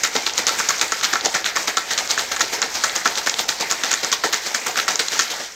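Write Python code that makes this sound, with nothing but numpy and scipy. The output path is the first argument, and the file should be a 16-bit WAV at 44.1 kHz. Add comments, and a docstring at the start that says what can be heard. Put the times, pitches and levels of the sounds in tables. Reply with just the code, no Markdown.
"""In a small hard room, ice is shaken hard in a steel cocktail shaker, about nine throws a second.
At each end of a throw the load lands: small pieces rattle, the drink slaps the cup with a dull thud,
and big cubes clack on the steel wall. Between throws the ice slides along the wall.
The room adds a short echo, a faint hiss and a low rumble."""
import sys
import numpy as np
from scipy import signal
from scipy.io import wavfile

SR = 44100
rng = np.random.default_rng(int(sys.argv[2]) if len(sys.argv) > 2 else 0)


def int16_out(signal):
    """Quantize to a 16-bit WAV file."""
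    q = np.round(np.clip(np.atleast_2d(signal).T, -1, 1) * 32767)
    wavfile.write(sys.argv[1], SR, q.astype(np.int16))


N = 244746

# Each landing of the load. A fade, here and below, is the time to die away by 60 dB.
# t/s, rattle level/dB, rise/s, fade/s, hardness of the slap (higher is harder)
THROWS = [(0.029, -22, 0.0078, 0.21, -20), (0.15, -23.5, 0.0031, 0.17, 0), (0.26, -23, 0.0033, 0.11, -7.5),
          (0.363, -22.5, 0.025, 0.15, -4.5), (0.467, -22, 0.0053, 0.4, -7),
          (0.575, -23.5, 0.014, 0.22, -8.5), (0.679, -22.5, 0.014, 0.22, -30),
          (0.81, -19.5, 0.0027, 0.15, -5), (0.902, -26.5, 0.021, 0.19, -16),
          (1.022, -23.5, 0.011, 0.31, -25), (1.121, -24.5, 0.0096, 0.25, -4),
          (1.209, -25, 0.05, 0.11, -0.5), (1.334, -24.5, 0.011, 0.24, -4), (1.436, -23, 0.023, 0.23, -9),
          (1.548, -26.5, 0.01, 0.47, -6), (1.671, -24, 0.0042, 0.21, -5), (1.761, -24.5, 0.011, 0.19, -6),
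          (1.902, -23.5, 0.0075, 0.31, -8), (1.975, -26.5, 0.006, 0.34, -4.5),
          (2.08, -23.5, 0.023, 0.32, -8.5), (2.167, -25.5, 0.025, 0.33, -5), (2.31, -25, 0.0059, 0.23, -4),
          (2.389, -26.5, 0.0077, 0.39, -3.5), (2.511, -26, 0.02, 0.29, -3.5),
          (2.613, -25, 0.0077, 0.22, -5), (2.728, -24.5, 0.025, 0.21, -8),
          (2.834, -23.5, 0.0039, 0.2, -5.5), (2.941, -22, 0.017, 0.17, -8), (3.04, -24, 0.019, 0.28, -4),
          (3.149, -23, 0.034, 0.11, -5.5), (3.258, -22, 0.0063, 0.21, -5.5),
          (3.385, -22.5, 0.0025, 0.21, -4), (3.478, -25, 0.0062, 0.28, -10),
          (3.594, -21.5, 0.0096, 0.21, -5), (3.689, -23.5, 0.016, 0.37, -8),
          (3.831, -25, 0.0055, 0.44, -6.5), (3.906, -23, 0.007, 0.26, -11), (4.024, -25, 0.0079, 0.15, -2),
          (4.112, -21.5, 0.018, 0.14, -8), (4.235, -23, 0.0033, 0.27, -2), (4.322, -22, 0.0053, 0.28, -12),
          (4.437, -26, 0.026, 0.25, -5.5), (4.54, -23.5, 0.0067, 0.19, -8.5),
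          (4.655, -21, 0.0099, 0.21, -3.5), (4.754, -24.5, 0.02, 0.33, -6),
          (4.878, -20.5, 0.0028, 0.27, -4), (4.991, -20.5, 0.0018, 0.16, -5), (5.08, -25, 0.047, 0.42, -8),
          (5.19, -24.5, 0.0018, 0.38, -23), (5.297, -26.5, 0.0051, 0.48, -7),
          (5.383, -33, 0.019, 0.22, -1.5)]


def from_db(db):
    """Turn decibels into a factor to multiply by."""
    return 10 ** (np.asarray(db) / 20)


def rms_one(x):
    """Scale a signal so that its average size (rms) is 1."""
    return x / np.sqrt(np.mean(x ** 2) + 1e-20)


def ring(clicks, hz, fade_s):
    """Each click starts a tone that dies away, like a tapped glass."""
    keep, turn = from_db(-60 / (fade_s * SR)), 2 * np.pi * hz / SR
    return signal.lfilter([0, np.sin(turn)], [1, -2 * keep * np.cos(turn), keep * keep], clicks + 1e-18)


def contacts(per_s, spread_db):
    """Tiny hits at random times; more spread makes a few much larger than the rest."""
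    sizes = from_db(spread_db * np.minimum(rng.exponential(1, N), 4)) * rng.choice([-1, 1], N)
    return sizes * (rng.random(N) < per_s / SR)


def drift(per_s):
    """A smooth random wobble that changes about per_s times a second."""
    keep = np.exp(-2 * np.pi * per_s / SR)
    return rms_one(signal.lfilter([1], [1, -2 * keep, keep * keep], rng.standard_normal(N + SR))[SR:])


def background():
    """The room's faint hiss over a low rumble that comes and goes."""
    # Loudness of the rumble: t/s, level/dB
    rumble_levels = [(0.0, -57), (1.51, -61), (1.96, -60), (2.32, -56), (4.61, -66), (4.84, -61),
                     (5.55, -66)]
    hiss, rumble = rng.standard_normal((2, N))
    hiss = signal.sosfilt(signal.butter(1, [150, 2500], "band", fs=SR, output="sos"), hiss)
    rumble = signal.sosfilt(signal.butter(3, [36, 95], "band", fs=SR, output="sos"), rumble)
    rumble_gain = from_db(np.interp(np.arange(N) / SR, *np.transpose(rumble_levels)))
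    return from_db(-58) * rms_one(hiss) + rumble_gain * rms_one(rumble)


def sliding():
    """How strongly the ice slides along the wall at each moment."""
    # Strength of the sliding: t/s, level/dB
    slide_levels = [(0.0, -27), (0.71, -26), (1.65, -29), (3.5, -27.5), (5.21, -29.5), (5.42, -31.5),
                    (5.55, -41.5)]
    return from_db(np.interp(np.arange(N) / SR, *np.transpose(slide_levels)))


def landings(level_db, fade_scale=1, late_s=0):
    """How strongly the load lands at each moment: every landing swells, then dies away."""
    t, power = np.arange(N) / SR, np.zeros(N)
    for (start_s, _, rise_s, fade_s, _), db in zip(THROWS, level_db):
        start = round((start_s + late_s) * SR)
        age = t[:min(N - start, SR // 2)]
        swell = np.minimum(age / rise_s, 1) ** 2
        dying = from_db(-60 * np.maximum(age - rise_s, 0) / (fade_s * fade_scale))
        power[start:start + len(age)] += (from_db(db) * swell * dying) ** 2
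    return np.sqrt(power)


def ice_rattle(slide, pitch_count=140, ring_cycles=19.35, hollow_below_hz=2600):
    """Small pieces rub and tumble. Each hit rings at its own pitch; the low ones make a hollow knock."""
    # Tone of the small pieces, before a tilt toward the highs: f/Hz, level/dB
    tone_levels = [(900, -18), (1340, -9), (2160, -3.5), (2700, -13.5), (4000, -8), (6550, -5), (7800, -10),
                   (10000, -27), (12000, -19), (15200, -33)]
    # Extra strength of the hollow knock over the rattle: t/s, level/dB
    knock_levels = [(0.0, 1), (1.7, 2), (2.0, -0.5), (3.7, -2.5), (4.5, 0), (5.55, -3.5)]
    throw_s, rattle_db, *_ = np.transpose(THROWS)
    knock_db = rattle_db + np.interp(throw_s, *np.transpose(knock_levels))
    tumbling = from_db(-7) * rms_one(contacts(per_s=9000, spread_db=0))
    rubbing = from_db(-14.5) * slide * rms_one(contacts(per_s=12000, spread_db=0.5))
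    # Pieces travel in clumps, so the hits come in uneven bursts.
    tumbling *= from_db(0.58 * drift(per_s=69))
    rubbing *= from_db(1.6 * drift(per_s=13))
    sharp = landings(rattle_db) * tumbling + rubbing
    hollow = landings(knock_db, fade_scale=1.32) * tumbling + rubbing
    pitch_of_hit = rng.integers(0, pitch_count, N)
    # The load keeps shifting, so each group of 14 pitches swells and sinks on its own.
    swells = [from_db(2.31 * drift(per_s=8)) for _ in range(pitch_count // 14)]
    tone_hz, tone_db = np.transpose(tone_levels)
    out = np.zeros(N)
    for k, hz in enumerate(np.geomspace(900, 15700, pitch_count)):
        gain = from_db(np.interp(np.log(hz), np.log(tone_hz), tone_db)) * hz / 1000
        hits = (hollow if hz < hollow_below_hz else sharp) * (pitch_of_hit == k)
        out += gain * ring(hits * swells[k // 14], hz, ring_cycles / hz)
    return out


def drink_slap(slide, deep_below_hz=600):
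    """The drink and its ice beat the hollow cup in lumps; a harder slap brings out the deep tones."""
    # Hollow tones of the drink in the cup: f/Hz, level/dB, fade/s
    cup_tones = [(135, -34, 0.046), (217, -19, 0.059), (350, -20, 0.025), (459, 9, 0.02), (571, 5.5, 0.018),
                 (731, 10, 0.021), (893, 10, 0.022)]
    _, rattle_db, _, _, hardness = np.transpose(THROWS)
    deep = landings(rattle_db + 2.7 * hardness + 6, fade_scale=0.8, late_s=0.0013)
    shallow = landings(rattle_db + 1.67 * hardness + 1, fade_scale=0.89, late_s=0.0068)
    deep += from_db(-14) * slide
    shallow += from_db(-13.5) * slide
    out = np.zeros(N)
    for hz, db, fade_s in cup_tones:
        force = deep if hz < deep_below_hz else shallow
        lumps = rms_one(contacts(per_s=400, spread_db=3.5))
        out += from_db(db) * ring(force * lumps, hz, fade_s) / np.sqrt(fade_s * SR)
    return out


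def weak_cube_hits(per_throw=3, mean_wait_s=0.018, softer_db_per_s=194):
    """List the weaker cubes that follow each landing by chance; later ones land more softly."""
    throw_s, rattle_db, rise_s, *_ = np.repeat(THROWS, per_throw, axis=0).T
    wait_s = rng.exponential(mean_wait_s, len(throw_s))
    level_luck, wall_luck, bright_luck = rng.standard_normal((len(throw_s), 3)).T
    hit_s = np.minimum(throw_s + rise_s / 2 + wait_s, (N - 1) / SR)
    hit_db = rattle_db + 14 + 2.5 * level_luck - softer_db_per_s * wait_s
    wall_db, bright_db = -5.5 + 5.5 * wall_luck, 5.5 * bright_luck
    return np.transpose([hit_s, hit_db, wall_db, bright_db])


def cube_clacks(bright_above_hz=5000, uneven_db=2.5, second_touch_s=0.0022, second_touch_db=-5.5):
    """Big cubes strike the steel. Each hit rings every tone with a strength of its own."""
    # The loudest cube hits: t/s, level/dB, extra wall ring/dB, brightness/dB
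    loud_hits = [(0.0358, 4, -2, 11), (0.0491, 0, 3, -2), (0.153, -11, 5, 8), (0.1641, 2, -21, -5),
                 (0.2655, 2, -11, -13), (0.296, -4, -10, -8), (0.336, -9, -21, 16), (0.379, 1, -26, 3),
                 (0.4681, 5, -6, 25), (0.4836, -1.5, 0, -5), (0.4927, 0, 2, 4), (0.601, -5, 5, 11),
                 (0.605, -8, 2.5, 9), (0.6886, 4.5, -19, 14), (0.7058, -2, 2, 7), (0.7957, -3.5, -8, -10),
                 (0.813, 4, -24, -5), (0.921, -1, 3, 2.5), (1.0116, -5.5, -0.5, -6), (1.035, -7, -9, -4),
                 (1.0438, 0, -19, 0), (1.0502, 4, -16, -3.5), (1.1328, -5, 7.5, -11), (1.137, -1.5, 0.5, 0),
                 (1.156, -7, 10.5, -4), (1.2103, -3, -11, -9), (1.2509, 0.5, -24, 18), (1.2584, 9, -28, 13),
                 (1.349, -3, 1, 14), (1.3577, -7, 5.5, 13), (1.4438, -0.5, -8, -12), (1.4622, 2, -14, -14),
                 (1.563, -1.5, -6, 14), (1.5698, -1, 5.5, 4), (1.6794, -2, -4, -8), (1.7701, 1.5, 0, 7),
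                 (1.7724, 1.5, -11, -11), (1.7812, -5, 5.5, -5), (1.9344, -4.5, -14, 2),
                 (1.9777, 0, -5, -1), (1.987, -1, -8, -1), (2.0756, -5, -15, 6), (2.108, 0.5, -24, -1),
                 (2.113, 2.5, -19, 17), (2.177, -9, 10, 5), (2.1936, -2, -3, -2), (2.319, -8, 2.5, 12),
                 (2.3636, -9, 4.5, 1), (2.4075, 0, 4, 7), (2.411, -1, -14, -16), (2.416, 2, -26, 1),
                 (2.618, 3.5, -7, 16), (2.6267, 1, -2, -15), (2.7415, -10, -12, 11), (2.8387, -0.5, 3, 1.5),
                 (2.8433, 1.5, 0.5, 12), (2.896, -2.5, -8, -14), (2.962, 0, -18, 16),
                 (3.057, 0.5, 5.5, -10), (3.0754, -0.5, -5, 10), (3.1552, -2.5, -19, -10),
                 (3.2713, 0, 2.5, 5), (3.296, 0.5, -20, 2), (3.3414, -2.5, -17, -7), (3.3926, 1, -14, -7),
                 (3.4905, 3.5, -4.5, -4), (3.7122, 2.5, -10, 1), (3.7228, 0.5, -4.5, 9),
                 (3.8359, -0.5, -3, -4.5), (3.9144, -1.5, 1.5, 7), (3.9293, -1.5, -2, 14),
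                 (3.9386, -0.5, 0.5, 2), (4.0467, -2, 0, 18), (4.117, -2, -12, 6), (4.1273, 3.5, -2.5, 7),
                 (4.1368, -0.5, -15, -21), (4.237, -6.5, 10, -17), (4.3326, -2, -17, 0),
                 (4.343, -0.5, -1, 3), (4.547, -2, 3.5, 15), (4.665, -14, 7, 7), (4.7576, -7, 5.5, -9),
                 (4.774, -8, 6, 10), (4.789, -2, 2.5, -16), (4.799, 2.5, -12, -17), (4.8802, -9.5, 14, -9),
                 (4.957, 1.5, -14, 10), (4.9943, -0.5, -11, -16), (4.9965, 2, -3, -16),
                 (5.0032, -9, -11, -17), (5.0836, -6, -11, 0), (5.192, 2, -3, 3), (5.1971, 1.5, 2.5, -2),
                 (5.2087, -2.5, -12, 8), (5.2213, -6, 2, 11)]
    # Tones of the wall, cut short by the hands and the drink: f/Hz, level/dB, fade/s
    wall_tones = [(1150, -9.5, 0.026), (1323, -12.5, 0.07), (1513, -14.5, 0.047), (1688, -1.5, 0.009),
                  (1840, -4.5, 0.011), (2130, -10.5, 0.0077)]
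    # Short chinks of the cubes and the rim: f/Hz, level/dB, fade/s
    chink_tones = [(2930, -8, 0.0018), (3480, -5.5, 0.0028), (4130, -5.5, 0.0048), (4580, -7.5, 0.0033),
                   (5270, -5, 0.0026), (5960, -1, 0.0022), (6680, -4.5, 0.0041), (6970, -2.5, 0.0043),
                   (7500, -9.5, 0.0038)]
    hit_s, hit_db, wall_db, bright_db = np.vstack([weak_cube_hits(), loud_hits]).T
    tones = wall_tones + chink_tones
    first = np.round(hit_s * SR).astype(int)
    first_luck = rng.standard_normal((len(first), len(tones)))
    # A cube has corners: a second edge touches just after the first, usually more softly.
    gap = (second_touch_s * SR * rng.uniform(.5, 2, len(first))).astype(int)
    second = np.minimum(first + gap, N - 1)
    second_luck = rng.standard_normal(first_luck.shape)
    out = np.zeros(N)
    for k, (hz, db, fade_s) in enumerate(tones):
        if k < len(wall_tones):
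            extra_db = wall_db - 11
        else:  # Bright hits lose their low chinks, dull hits their high ones.
            extra_db = np.minimum(bright_db if hz > bright_above_hz else -bright_db, 0) - 3
        clicks, sign = np.zeros(N), (-1) ** (k // 2)
        clicks[first] = sign * from_db(hit_db + extra_db + db + uneven_db * first_luck[:, k])
        clicks[second] += clicks[first] * from_db(second_touch_db) * second_luck[:, k]
        out += ring(clicks, hz, fade_s)
    # Ice is soft against steel: each touch lasts long enough to lose the highest tones.
    return signal.sosfilt(signal.butter(3, 8200, fs=SR, output="sos"), out)


def room_echo(sound, fade_s=0.2, dull_above_hz=14000):
    """Sound bounces between the walls along ten paths, quieter and duller on every round."""
    out, dull = np.zeros(N), np.exp(-2 * np.pi * dull_above_hz / SR)
    for k, lag in enumerate((np.geomspace(.009, .031, num=10) * SR).astype(int)):
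        path, state = sound.copy(), [0.]
        gain = from_db(-60 * lag / SR / fade_s)
        for i in range(lag, N, lag):
            bounce, state = signal.lfilter([gain * (1 - dull)], [1, -dull], path[i - lag:i], zi=state)
            path[i:i + lag] += bounce[:N - i]
        out += (path - sound) * (-1) ** k
    return out


def scene():
    """Add up the shaker, its echo and the background."""
    slide = sliding()
    cubes = cube_clacks()
    shaker = ice_rattle(slide) + drink_slap(slide) + cubes
    # A small body gives off little bass.
    shaker = signal.sosfilt(signal.butter(2, 199, "high", fs=SR, output="sos"), shaker)
    return (shaker + from_db(-18.5) * room_echo(shaker) + background())[None]


def record(dry):
    """The microphone's opening makes a dip in the treble; peaks are rounded and the very top is cut."""
    dip_hz, dip_width_hz, dip_db = 9980, 6050, -11
    peak_limit, top_hz = 0.82, 16800
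    b, a = signal.iirpeak(dip_hz, dip_hz / dip_width_hz, fs=SR)
    heard = dry - (1 - from_db(dip_db)) * signal.lfilter(b, a, dry)
    rounded = heard / (1 + np.abs(heard / peak_limit) ** 6) ** (1 / 6)
    return signal.sosfilt(signal.cheby2(16, 90, top_hz, fs=SR, output="sos"), rounded)


dry = scene()
out = record(dry)
int16_out(out)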